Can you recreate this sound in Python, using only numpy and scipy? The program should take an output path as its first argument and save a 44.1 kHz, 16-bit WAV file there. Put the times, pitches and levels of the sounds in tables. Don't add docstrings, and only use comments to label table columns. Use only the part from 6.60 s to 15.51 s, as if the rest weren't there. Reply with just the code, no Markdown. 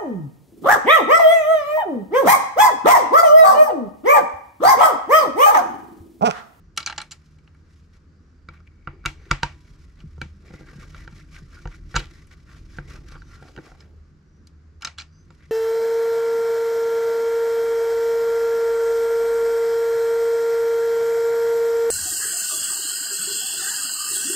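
import sys
import numpy as np
from scipy import signal
from scipy.fft import rfft, irfft, next_fast_len
from scipy.io import wavfile
from scipy.ndimage import uniform_filter1d

SR = 44100
rng = np.random.default_rng(int(sys.argv[2]) if len(sys.argv) > 2 else 0)


def transcribe(u):
    v = np.clip(np.atleast_2d(u).T, -1, 1)
    q = np.round(v * 32767).astype(np.int16)
    wavfile.write(sys.argv[1], SR, q)


N = 392931

# (frequency [Hz], relative density [dB per Hz])
DRONE_SPECTRUM = [(12, -56.5), (20, -29), (48, -17), (60, -10), (81, -2), (94, -2), (103, -19.5),
                  (161, -10.5), (204, -19.5), (233, -18), (386, -24.5), (544, -36), (700, -55), (910, -70),
                  (1540, -120)]
# (frequency [Hz], relative density [dB per Hz])
HISS_SPECTRUM = [(400, 7), (700, 0), (900, -1), (1150, 5), (1550, 5), (2200, -4.5), (3400, -12),
                 (4800, -7.5), (7000, -13), (8600, -24), (12000, -34.5), (15000, -38.5)]
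# (frequency [Hz], rms level [dB])
HUM_LINES = [(77, -52.5), (154, -62.5), (192, -69)]
# (time [s], length [s], start pitch [Hz], end pitch [Hz], nominal level [dB])
WHISTLES = [(0.0, .12, 5700, 5650, -83), (1.44, .22, 4450, 4850, -83), (1.55, .22, 5520, 5700, -84.5),
            (1.7, .2, 4700, 4550, -82.5), (2.2, .24, 4620, 4500, -81), (2.55, .15, 4470, 4650, -78),
            (2.56, .14, 5750, 6100, -74), (6.53, .12, 4600, 4500, -68), (6.58, .17, 5700, 6050, -72),
            (7.63, .22, 5700, 5750, -79), (8.46, .19, 4610, 4850, -72), (8.5, .17, 5830, 6100, -69)]
# (time [s], nominal treble level [dB])
RUSTLE_CURVE = [(0.0, -91.5), (0.2, -97.5), (0.35, -76), (0.54, -83), (1.66, -94), (2.3, -92), (2.87, -78),
                (3.74, -82.5), (4.16, -70), (4.66, -78), (5.0, -72.5), (5.23, -78), (5.53, -80),
                (5.81, -78), (6.04, -77), (6.99, -74), (7.41, -90), (8.23, -96.5), (8.9, -77.5)]
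# (time [s], nominal rumble level [dB])
LEAN_CURVE = [(0.0, -61.5), (0.37, -65), (1.71, -65), (2.75, -54), (3.84, -57.5), (4.29, -49.5),
              (4.91, -53), (5.28, -50), (5.43, -47.5), (5.67, -55), (6.32, -47.5), (6.59, -50),
              (6.99, -58.5), (7.91, -67), (8.6, -61), (8.9, -62)]
# (start [s], length [s], nominal skin level [dB], nominal tip level [dB])
STROKES = [(0.6, 0.17, -73.5, -82), (1.0, 0.35, -74, -74), (1.305, 0.085, -69, -64.5),
           (1.901, 0.12, -74, -59.5), (2.58, 0.24, -69, -57), (2.981, 0.21, -69.5, -70),
           (3.171, 0.096, -65, -67), (3.365, 0.081, -73.5, -57), (3.8, 0.28, -66.5, -59.5),
           (4.048, 0.11, -69, -57), (4.185, 0.079, -59, -54), (4.28, 0.2, -63, -53.5),
           (4.52, 0.13, -61, -57), (4.708, 0.11, -57.5, -52), (4.895, .14, -59.5, -54),
           (5.089, 0.085, -60, -54), (5.288, 0.083, -60.5, -57), (5.466, 0.2, -63.5, -58.5),
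           (5.699, 0.065, -63, -54.5), (5.86, 0.16, -63.5, -55), (6.081, 0.14, -58.5, -55),
           (6.26, 0.15, -59, -52.5), (6.456, 0.12, -58.5, -53), (6.67, 0.12, -61.5, -58.5),
           (6.8, 0.13, -62, -61), (6.995, 0.16, -64.5, -58), (7.12, 0.18, -71, -62),
           (8.776, 0.1, -73, -62.5)]
# (frequency [Hz], relative density [dB per Hz])
SKIN_SPECTRUM = [(1200, -34.5), (2200, 1.5), (3400, -1.5), (5400, 3), (7200, -4.5), (8600, -10.5),
                 (12000, -14), (15000, -31.5)]
# (frequency [Hz], relative density [dB per Hz])
SCRAPE_SPECTRUM = [(350, -14), (600, -7), (760, -15), (900, -15), (1100, -4.5), (1450, -2), (1750, -3.5),
                   (2050, -3), (2700, -12.5), (4200, -18), (7000, -40.5)]
# (frequency [Hz], relative density [dB per Hz])
JOSTLE_SPECTRUM = [(15, 3), (38, 12.5), (60, 6.5), (105, -3), (150, 0), (220, -16), (260, -11.5),
                   (330, -9.5), (430, -24.5), (650, -37.5), (1000, -66)]
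# (time [s], body over 5 ms [dB], snap re body [dB], nominal edge re body [dB],
# favoured resonance [Hz])
CLINKS = [(0.163, -60, 9, 7, 850), (0.1737, -31.5, 10.5, 3.5, 5930), (0.1762, -29, -7, -18, 6000),
          (0.202, -35.5, -0.5, -16, 3530), (0.2274, -41.5, 2.5, -24, 4150), (0.261, -33, 10, -10, 6060),
          (0.2706, -27, -2.5, -15.5, 4100), (0.2838, -48, -1, -22, 2900), (0.297, -29.5, -9, -27, 850),
          (0.3060, -39, -7, -19, 850), (0.312, -45, -7, -20, 4200), (0.3593, -53, 1, -18, 5400),
          (0.3233, -33.5, -10.5, -26, 850), (0.3776, -33, 5, -15, 850), (0.381, -30, -9, -30, 860),
          (0.4013, -34.5, -7, -23, 4160), (0.415, -36.5, 1, -3.5, 3860), (0.509, -53, 12, -16, 6810),
          (0.5152, -52.5, 14, 14, 7050), (0.52, -46, 5.5, -14, 6830), (0.525, -50, 0, -13, 1700),
          (0.5305, -52, -1, -2, 7300), (0.784, -64.5, -5, -10, 2320), (0.875, -55.5, -11.5, -26.5, 1830),
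          (0.945, -59.5, -17, -19.5, 1840), (3.402, -58, 0.5, -30, 2880), (3.876, -64.5, 3, -12, 2000),
          (4.523, -54, -9, -26, 2200), (4.722, -69, 5, -11, 5000), (5.669, -67, -3, 5.5, 5960),
          (6.766, -73, -3, -12, 5300), (6.883, -57.5, 0, -18, 4330), (7.203, -56, 6.5, -29, 4960),
          (7.87, -67, 14.5, 8, 5350), (8.208, -53.5, -5, -10, 5360), (8.22, -44.5, 7, -7, 2330),
          (8.227, -36.5, -14, -28, 1400), (8.247, -29.5, 4, -13, 5440), (8.2705, -32.5, -1.5, -39, 5100),
          (8.377, -52, -1, -20, 3500), (8.3827, -37, 2.5, -11, 3800), (8.393, -47.5, 6, -24, 5290),
          (8.398, -41.5, 3, -24, 2430), (8.407, -44.5, 3, -14, 4360), (8.417, -47, 2.5, -19, 3460)]
# (frequency [Hz], width [Hz], level [dB])
PART_MODES = [(846, 78, -8), (1330, 82, 1.5), (1670, 130, -6.5), (2244, 90, -6), (2385, 81, -6.5),
              (2876, 210, -3.5), (3450, 90, -11), (3790, 69, -9.5), (4140, 240, -0.5), (4750, 130, -1.5),
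              (5150, 70, -3), (5300, 220, -6), (5420, 170, -4.5), (6050, 220, -4.5), (6900, 220, -7),
              (7360, 300, -7.5), (8170, 200, -12.5), (9700, 1000, -20.5)]
# (time [s], frequency [Hz], t60 [s], nominal starting level [dB])
RINGS = [(0.176, 1350, .09, -33), (0.298, 851, .09, -43.5), (0.381, 855, .09, -39.5),
         (2.459, 1365, .09, -35), (2.459, 2030, 0.12, -39), (2.459, 2250, 0.15, -44),
         (2.459, 2577, 0.12, -40), (2.459, 2740, 0.11, -37), (2.712, 995, 1.3, -65),
         (2.831, 982, 1.4, -63.5), (5.362, 990, 1.1, -69), (5.363, 2930, 0.083, -34.5),
         (5.363, 3880, .09, -37), (8.249, 1350, .17, -48), (8.249, 2780, 0.073, -44),
         (8.384, 3440, .09, -41)]
# (time [s], body over 5 ms [dB], snap re body [dB], nominal thump re body [dB],
# push decay [s], favoured resonance [Hz])
KNOCKS = [(0.1776, -31.5, -15, -19.5, 0.00022, 1310), (1.8866, -38, -12.5, 1.5, 0.00053, 2000),
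          (2.003, -57, -13, 4, .0004, 1300), (2.273, -28, -19.5, -0.5, 0.00089, 1310),
          (2.44, -48.5, -18, -2, .0002, 1320), (2.452, -28.5, -16, -9.5, 0.00031, 1315),
          (2.458, -23.5, 0.5, 1, 0.0023, 2200), (2.461, -28.5, -8, -6, .0003, 2050),
          (2.7099, -32, -6.5, -10, 0.00035, 940), (2.7121, -14.5, -7.5, 0.5, 0.0013, 1254),
          (2.826, -51.5, -15.5, -14, .0002, 940), (2.8312, -16.5, -7.5, -3.5, 0.00058, 1053),
          (3.579, -54.5, -21, 13.5, .0002, 925), (3.615, -30.5, -4.5, 1.5, 0.00021, 2270),
          (3.905, -59.5, -10, 22.5, .0002, 755), (3.9379, -48.5, -11, 13.5, 0.00019, 2010),
          (4.009, -57, -19, 18.5, 0.00022, 755), (4.132, -59.5, -1, 16, .0002, 1650),
          (4.345, -41.5, -13, -7, .0002, 1990), (4.476, -39, -14, 0, 0.00025, 1470),
          (5.0545, -37.5, -16, 14.5, 0.005, 920), (5.0736, -44, -8, 13.5, 0.0053, 1972),
          (5.344, -37, -19.5, 15.5, .0029, 1450), (5.3525, -35.5, -4, -5.5, .002, 1900),
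          (5.356, -27, -6.5, -15.5, .004, 1500), (5.3612, -23, 0, 9, .0024, 6715),
          (5.3636, -19.5, -5.5, -9.5, 0.0002, 1506), (5.371, -32.5, -3, -3, .0002, 2900),
          (5.401, -41, -4, -3, .0003, 1450), (6.185, -32, -18.5, 6, 0.00071, 1430),
          (6.52, -48, -8, 8, 0.00022, 1474), (6.555, -46, -16, 6, 0.0002, 748),
          (6.619, -44, -16, -17, .0002, 1438), (6.824, -51, -25, 12.5, 0.00017, 755),
          (6.9624, -46.5, -5.5, -5, .0002, 755), (6.976, -41, -15, 6, 0.00027, 755),
          (6.985, -41, -20, 3, 0.00018, 755), (7.116, -49, -29, 6, 0.00017, 756),
          (8.704, -50.5, -9.5, 4.5, 0.00018, 930)]
# (frequency [Hz], width [Hz], level [dB])
WALL_MODES = [(766, 45, -12), (940, 37, -2.5), (1333, 150, 3.5), (1525, 170, 2), (1910, 130, -12.5),
              (2295, 40, -5.5), (2608, 50, -16), (2850, 130, -11), (3240, 150, -17.5), (3810, 230, -11),
              (4770, 390, -12.5), (5630, 160, -18), (6500, 660, -16.5), (7280, 100, -18),
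              (9200, 8300, -37.5)]
# (frequency [Hz], width [Hz], level [dB])
CASE_MODES = [(41.5, 20, 2), (90.5, 25, -5), (140.3, 13, 3), (260, 29, -12.5), (327, 19, -6),
              (502, 15, -13.5)]
# (frequency [Hz], width [Hz], level [dB])
HOLLOW_MODES = [(345, 25, -2), (490, 50, -8), (650, 90, -17), (750, 110, -10)]
# (time [s], length [s], rms level [dB], resonance [Hz], resonance width [Hz])
GRITTY_TONES = [(1.924, 0.066, -65.5, 2300, 180), (2.059, 0.027, -60, 2340, 300),
                (2.02, 0.34, -76, 2250, 140), (2.274, 0.28, -74.5, 2280, 170), (2.287, 0.14, -56, 335, 18),
                (2.448, 0.075, -48.5, 322, 12), (2.533, 0.22, -61, 362, 40),
                (2.466, 0.043, -48.5, 2300, 300), (2.468, 0.036, -50, 2720, 180),
                (2.501, .22, -70.5, 2236, 160), (3.858, 0.32, -57, 290, 100),
                (3.863, 0.19, -61.5, 2060, 220), (3.919, 0.4, -64.5, 1620, 110),
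                (4.198, 0.054, -58, 2080, 230), (4.401, .035, -59, 2000, 180),
                (4.577, 0.055, -61, 2050, 220), (5.113, 0.035, -59.5, 2080, 220),
                (4.748, 0.055, -55, 1510, 140), (4.736, 0.066, -56.5, 2080, 230),
                (4.959, 0.041, -53, 1430, 130), (5.108, 0.055, -59, 1440, 250),
                (5.352, 0.06, -41.5, 340, 64), (5.338, 0.028, -35, 1520, 160),
                (5.386, 0.1, -56.5, 1480, 450), (5.354, 0.058, -43, 2900, 500),
                (5.359, 0.058, -45.5, 3900, 700), (5.398, 0.094, -56.5, 2950, 2000),
                (6.309, 0.087, -59, 1300, 290), (6.505, 0.095, -55.5, 1290, 260),
                (6.655, 0.27, -60.5, 1370, 120), (6.802, 0.13, -59.5, 740, 110),
                (6.965, 0.042, -42, 320, 40), (7.022, 0.16, -61.5, 734, 110),
                (8.799, 0.078, -65, 2110, 250)]
# (time [s], level over 5 ms [dB])
BUMPS = [(3.437, -31.5), (3.456, -34.5), (3.581, -41), (3.619, -30), (3.654, -37), (3.938, -42),
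         (4.156, -34.5), (4.183, -33.5), (4.524, -36), (4.82, -37), (6.826, -52), (6.981, -36.5)]
# (time [s], length [s], nominal level at mid-drag [dB])
DRAGS = [(3.797, 0.26, -56.5), (3.98, 0.36, -56), (5.401, 0.038, -46), (6.188, 0.33, -56.5),
         (6.69, 0.43, -57), (6.957, 0.51, -61)]
# (frequency [Hz], relative density [dB per Hz])
MAT_SPECTRUM = [(150, -13), (300, 4), (430, -2), (560, -5.5), (780, -12), (1000, -18.5), (1600, -44)]

DRONE_DB, HISS_DB = -54, -68.5
WHISTLE_ARCH_HZ, WHISTLE_WIDTH_HZ = 111.3, 120
RUSTLE_SKIN_DB, RUSTLE_TIP_DB = 6.5, 9
LEAN_DB = 8
STROKE_SKEW = 0.93
GRIP_SHIFT_DB, TIP_SHIFT_DB = 0.5, 3
TICKS_PER_S, TICK_DB = 40, -10
BLOW_S, HIT_SAMPLES = .005, 16384
CLINK_PAN_DB, KNOCK_PAN_DB = -0.7, -2.5
BOUNCE_S, BOUNCE_DB = 0.0072, -19
PART_DETUNE = .012
RING_SPLIT = 0.0066
KNOCK_BUZZ_DB = -14.5
EDGE_DB, EDGE_PER_SNAP = -13.5, 1.8
BUMP_HZ, BUMP_PUSH_S = 147, 0.00098
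SHADE_LOW_HZ, SHADE_HIGH_HZ, SHADE_SHARE = 502.7, 1600, .22
TOP_HZ = 15800


def undb(db):
    return 10 ** (np.asarray(db) / 20)


def unit(x):
    return x / np.sqrt(np.mean(x ** 2))


def band(x, edges_hz, kind, order=3):
    return signal.sosfilt(signal.butter(order, edges_hz, kind, fs=SR, output="sos"), x)


def colour(x, spectrum):
    hz, db = np.transpose(spectrum)
    size = next_fast_len(N)
    f = np.fft.rfftfreq(size, 1 / SR) + 1
    gain = undb(np.interp(np.log(f), np.log(hz), db))
    return unit(irfft(rfft(x, size) * gain, size)[..., :N])


def walk(rate_hz):
    k = int(SR / rate_hz)
    steps = np.repeat(rng.standard_normal(N // k + 1), k)
    return unit(uniform_filter1d(steps, k)[:N])


def curve(rows):
    return undb(np.interp(np.arange(N) / SR, *np.transpose(rows)))


def add(out, x, s, pan_db):
    i = int(s * SR)
    pan = undb(np.array([[pan_db], [-pan_db]]) / 2)
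    out[:, i:i + x.shape[-1]] += pan * x[..., :N - i]


def ring(force, modes, scatter_db, sense=-1):
    f = np.fft.rfftfreq(HIT_SAMPLES, 1 / SR) + 1e-6
    hz, width, db = np.transpose(modes)[:, :, None]
    weight = undb(db + scatter_db * rng.standard_normal(db.shape))
    weight = weight * sense ** np.arange(len(hz))[:, None]
    response = np.sum(weight / (1 + 1j * (f / hz - hz / f) * hz / width), axis=0)
    return irfft(rfft(force) * response)


def blow(x, db):
    return x * undb(db) * np.sqrt(BLOW_S * SR / np.sum(x ** 2))


def contact(travel_s, rebound):
    f = np.fft.rfftfreq(HIT_SAMPLES, 1 / SR)
    lag = np.round(travel_s * SR * (.5 + rng.random((4, 1)))) + 1
    delay = np.exp(-2j * np.pi * f * lag / SR)
    return irfft(np.prod((delay - rebound) / (1 - rebound * delay), axis=0))


def harden(x, db, snap_db, edge_db):
    body_top_hz = np.clip(3200 * 2 ** (snap_db / 30), 2200, 2600)
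    snap_top_hz = np.clip(13000 * 2 ** (snap_db / 11), 3500, 7300)
    body = band(x, [600, body_top_hz], "bandpass", order=4)
    snap = band(band(x, 2600, "highpass", order=5), snap_top_hz, "lowpass", order=4)
    edge = band(x, [7800, 12500], "bandpass")
    return blow(body, db) + blow(snap, db + snap_db) + blow(edge, db + edge_db - 1.5)


def favour(modes, centre_hz, boost_db):
    hz, width, db = np.transpose(modes)
    nearness = np.exp(-(np.log(hz / centre_hz) / 0.16) ** 2)
    return np.transpose([hz, width, db + boost_db * nearness])


def detune(modes):
    hz, width, db = np.transpose(modes)
    return np.transpose([hz * (1 + PART_DETUNE * rng.standard_normal(len(hz))), width, db])


def buzz(decay_s, dull_hz):
    t = np.arange(HIT_SAMPLES) / SR
    grains = rng.standard_normal(HIT_SAMPLES) * undb(0.58 * rng.standard_normal(HIT_SAMPLES))
    grains = band(band(grains, dull_hz, "lowpass", order=1), 440, "highpass", order=2)
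    return grains * np.exp(-t / decay_s) * np.minimum(t / 0.0033, 1)


def friction(spectrum, slips_per_s, spread_db, smooth_db, side_db):
    count = int(slips_per_s * N / SR)
    place, size, sign = rng.random((count, 3)).T
    size_db = spread_db * np.minimum(-np.log(1 - size), 4)
    slips = np.zeros(N)
    slips[(place * N).astype(int)] = np.sign(sign - .5) * undb(size_db)
    mid = colour(unit(slips) + undb(smooth_db) * rng.standard_normal(N), spectrum)
    side = undb(side_db) * colour(rng.standard_normal(N), spectrum)
    return np.array([mid + side, mid - side])


def background():
    noise = rng.standard_normal((4, N))
    sides = np.array([[1], [-1]])
    drone = colour(noise[0], DRONE_SPECTRUM) + sides * undb(-13.5) * colour(noise[1], DRONE_SPECTRUM)
    hiss = colour(noise[2], HISS_SPECTRUM) + sides * undb(-2.5) * colour(noise[3], HISS_SPECTRUM)
    return drone * undb(DRONE_DB + 1.6 * walk(14)) + hiss * undb(HISS_DB + .5 * walk(14))


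def hum():
    out = np.zeros(N)
    for hz, db in HUM_LINES:
        phase = 2 * np.pi * np.cumsum(hz * (1 + .015 * walk(5.5))) / SR
        out += unit(np.sin(phase) * undb(5.6 * walk(6))) * undb(db)
    return out


def whistles():
    out = np.zeros((2, N))
    for s, length_s, start_hz, end_hz, db in WHISTLES:
        u = np.linspace(0, 1, int(length_s * SR))
        arch = np.sin(np.pi * u)
        hz = start_hz + (end_hz - start_hz) * u + WHISTLE_ARCH_HZ * arch
        phase = 2 * np.pi * np.cumsum(hz) / SR
        air = band(rng.standard_normal((2, SR)), WHISTLE_WIDTH_HZ, "lowpass", order=2)[:, :len(u)]
        tone = air[0] * np.cos(phase) + air[1] * np.sin(phase)
        add(out, unit(tone * arch) * undb(db - 2.5), s, 0)
    return out


def effort():
    t, rustle = np.arange(N) / SR, curve(RUSTLE_CURVE)
    skin, tip = rustle * undb(RUSTLE_SKIN_DB), rustle * undb(RUSTLE_TIP_DB)
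    for start_s, length_s, skin_db, tip_db in STROKES:
        during = (t > start_s) & (t < start_s + length_s)
        arch = np.sin(np.pi * ((t[during] - start_s) / length_s) ** STROKE_SKEW)
        skin[during] = np.hypot(skin[during], arch * undb(skin_db))
        tip[during] = np.hypot(tip[during], arch * undb(tip_db))
    return skin, tip


def shifting(x, depth_db, size=5):
    bands = signal.stft(x, nperseg=512)[2]
    chance = rng.standard_normal(bands.shape[1:])
    wander = unit(uniform_filter1d(uniform_filter1d(chance, size, axis=0), size, axis=1))
    moved = signal.istft(bands * undb(depth_db * wander), nperseg=512)[1][:, :N]
    return unit(moved) * x.std()


def ticks():
    catches = (rng.random(N) < TICKS_PER_S / SR) * undb(3.0 * rng.standard_normal(N))
    wall = ring(contact(travel_s=0.00025, rebound=0.43), WALL_MODES, scatter_db=0.5)
    wall = band(wall, [900, 4500], "bandpass", order=2)
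    return unit(signal.fftconvolve(catches, wall)[:N])


def hands():
    skin_gain, tip_gain = effort()
    grip = walk(120)
    skin = friction(SKIN_SPECTRUM, slips_per_s=1700, spread_db=1.5, smooth_db=0, side_db=-10.5)
    skin = shifting(skin, GRIP_SHIFT_DB) * skin_gain * undb(2.86 * grip)
    grit = friction(SCRAPE_SPECTRUM, slips_per_s=450, spread_db=2.5, smooth_db=-3, side_db=-9)
    scrape = shifting(grit, TIP_SHIFT_DB) * undb(2.2 * grip - 1.5)
    rumble = friction(JOSTLE_SPECTRUM, slips_per_s=400, spread_db=2.0, smooth_db=0.5, side_db=-20)
    rumble = rumble * curve(LEAN_CURVE) * undb(LEAN_DB)
    return skin + (scrape + undb(TICK_DB) * ticks()) * tip_gain, rumble


def clinks():
    out = np.zeros((2, N))
    for s, db, snap_db, edge_db, main_hz in CLINKS:
        touch = contact(travel_s=.0005, rebound=0.61)
        modes = favour(detune(PART_MODES), main_hz, boost_db=8.5)
        parts = harden(ring(touch, modes, scatter_db=4.0), db, snap_db, edge_db)
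        case = band(ring(touch, CASE_MODES, scatter_db=1.5), [150, 700], "bandpass", order=2)
        loose = buzz(decay_s=0.026, dull_hz=4500)
        add(out, parts + blow(case, db - 16.5), s, CLINK_PAN_DB)
        add(out, parts * undb(BOUNCE_DB), s + BOUNCE_S * (.5 + rng.random()), CLINK_PAN_DB)
        add(out, harden(loose, db - 9.0, snap_db - 4.5, edge_db - 11.5), s, 0)
    return out


def rings():
    out, t = np.zeros((2, N)), np.arange(SR) / SR
    for s, hz, t60_s, db in RINGS:
        second_hz = hz * (1 + RING_SPLIT * rng.uniform(-0.84, 1))
        pair = np.sin(2 * np.pi * hz * t) + .5 * np.sin(2 * np.pi * second_hz * t)
        fade = undb(-60 * t / t60_s)
        add(out, pair * fade * undb(db - 0.5), s, 0)
    return out


def knocks():
    out, t = np.zeros((2, N)), np.arange(HIT_SAMPLES) / SR
    for s, db, snap_db, thump_db, push_s, main_hz in KNOCKS:
        edge_db = EDGE_DB + EDGE_PER_SNAP * snap_db
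        modes = favour(WALL_MODES, main_hz, boost_db=9.0)
        lead_in = ring(rng.standard_normal(HIT_SAMPLES) * t * (t < .009), modes, scatter_db=2.0)
        walls = ring(contact(travel_s=0.0002, rebound=0.6), modes, scatter_db=5.5)
        thump = ring(np.exp(-t / push_s), CASE_MODES, scatter_db=1, sense=1)
        thump = band(thump, 560, "lowpass", order=4)
        hollow = ring(contact(travel_s=0.00039, rebound=0.49), HOLLOW_MODES, scatter_db=2.0)
        hollow = band(hollow, [230, 1000], "bandpass", order=2)
        mid, side = (harden(buzz(decay_s=0.036, dull_hz=3560), db + KNOCK_BUZZ_DB, snap_db, edge_db - 0.5)
                     for _ in range(2))
        lead_in = harden(lead_in, db - 14.5 + 0.54 * snap_db, snap_db - 5.5, edge_db)
        add(out, lead_in, s - .008, KNOCK_PAN_DB)
        crack = harden(walls, db, snap_db, edge_db) + blow(hollow, db - 15.0 + 1.1 * thump_db)
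        add(out, crack, s, KNOCK_PAN_DB)
        add(out, mid + undb(-5.5) * side * np.array([[1], [-1]]), s, 0)
        add(out, blow(thump, db + thump_db + 0.6), s + 0.0005, 0)
    return out


def gritty_tones():
    out, t = np.zeros((2, N)), np.arange(HIT_SAMPLES) / SR
    for s, length_s, db, main_hz, width_hz in GRITTY_TONES:
        grains = (rng.random(HIT_SAMPLES) < 260 / SR) * undb(2.8 * rng.standard_normal(HIT_SAMPLES))
        arch = np.sin(np.pi * np.minimum(t / length_s, 1))
        force = (grains + 0.0081 * rng.standard_normal(HIT_SAMPLES)) * arch
        modes = [(main_hz, width_hz, 0), (1420, 280, -26)]
        tone = ring(force, modes, scatter_db=5.5)
        tone = band(tone, [0.18 * main_hz, 1.9 * main_hz], "bandpass", order=1)
        add(out, blow(tone, db) * np.sqrt(length_s / BLOW_S), s, 0)
    return out


def bumps():
    out, t = np.zeros((2, N)), np.arange(HIT_SAMPLES) / SR
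    for s, db in BUMPS:
        push = t * np.exp(-t / BUMP_PUSH_S)
        thump = ring(push, CASE_MODES + [(BUMP_HZ, 55, 8)], scatter_db=5.5)
        add(out, blow(band(thump, [115, 400], "bandpass"), db), s, 0)
    return out


def drags():
    t, gain = np.arange(N) / SR, np.zeros(N)
    for s, length_s, db in DRAGS:
        gain += undb(db) * np.sin(np.pi * np.clip((t - s) / length_s, 0, 1))
    return friction(MAT_SPECTRUM, slips_per_s=250, spread_db=3.5, smooth_db=-5, side_db=-10.5) * gain


def shade(x):
    middle = band(x.mean(axis=0), [SHADE_LOW_HZ, SHADE_HIGH_HZ], "bandpass", order=2)
    return x + SHADE_SHARE * middle * np.array([[-1], [1]])


def room(x, early_db, early_s, tail_db, t60_s, treble_t60_s):
    t = np.arange(SR // 2) / SR
    noise = rng.standard_normal((3, 2, len(t)))
    early = noise[0] * np.exp(-t / early_s) * (t > .002)
    low = band(noise[1], 4000, "lowpass", order=1) * undb(-60 * t / t60_s)
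    high = band(noise[2], 4000, "highpass", order=1) * undb(-60 * t / treble_t60_s)
    tail = (low + high) * np.clip(t / 0.0062, 0, 1) ** 2
    response = (unit(early) * undb(early_db) + unit(tail) * undb(tail_db)) / np.sqrt(len(t))
    radiated = band(x.mean(axis=0), 350, "highpass", order=2)
    return x + signal.fftconvolve(radiated[None], response, axes=1)[:, :N]


def scene():
    rustle, rumble = hands()
    near = shade(clinks() + knocks()) + rings() + gritty_tones() + bumps() + drags() + rustle
    near = np.array([signal.lfilter([1 / 3, 1], [1, 1 / 3], near[0]), near[1]])
    handled = room(near, early_db=-7, early_s=0.0022, tail_db=-16.5, t60_s=0.15, treble_t60_s=0.17)
    return handled + rumble + background() + hum() + whistles()


def record(dry):
    low_cut = band(dry, 31, "highpass", order=2)
    return signal.sosfilt(signal.ellip(8, .2, 70, TOP_HZ, fs=SR, output="sos"), low_cut)


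dry = scene()
out = record(dry)
transcribe(out)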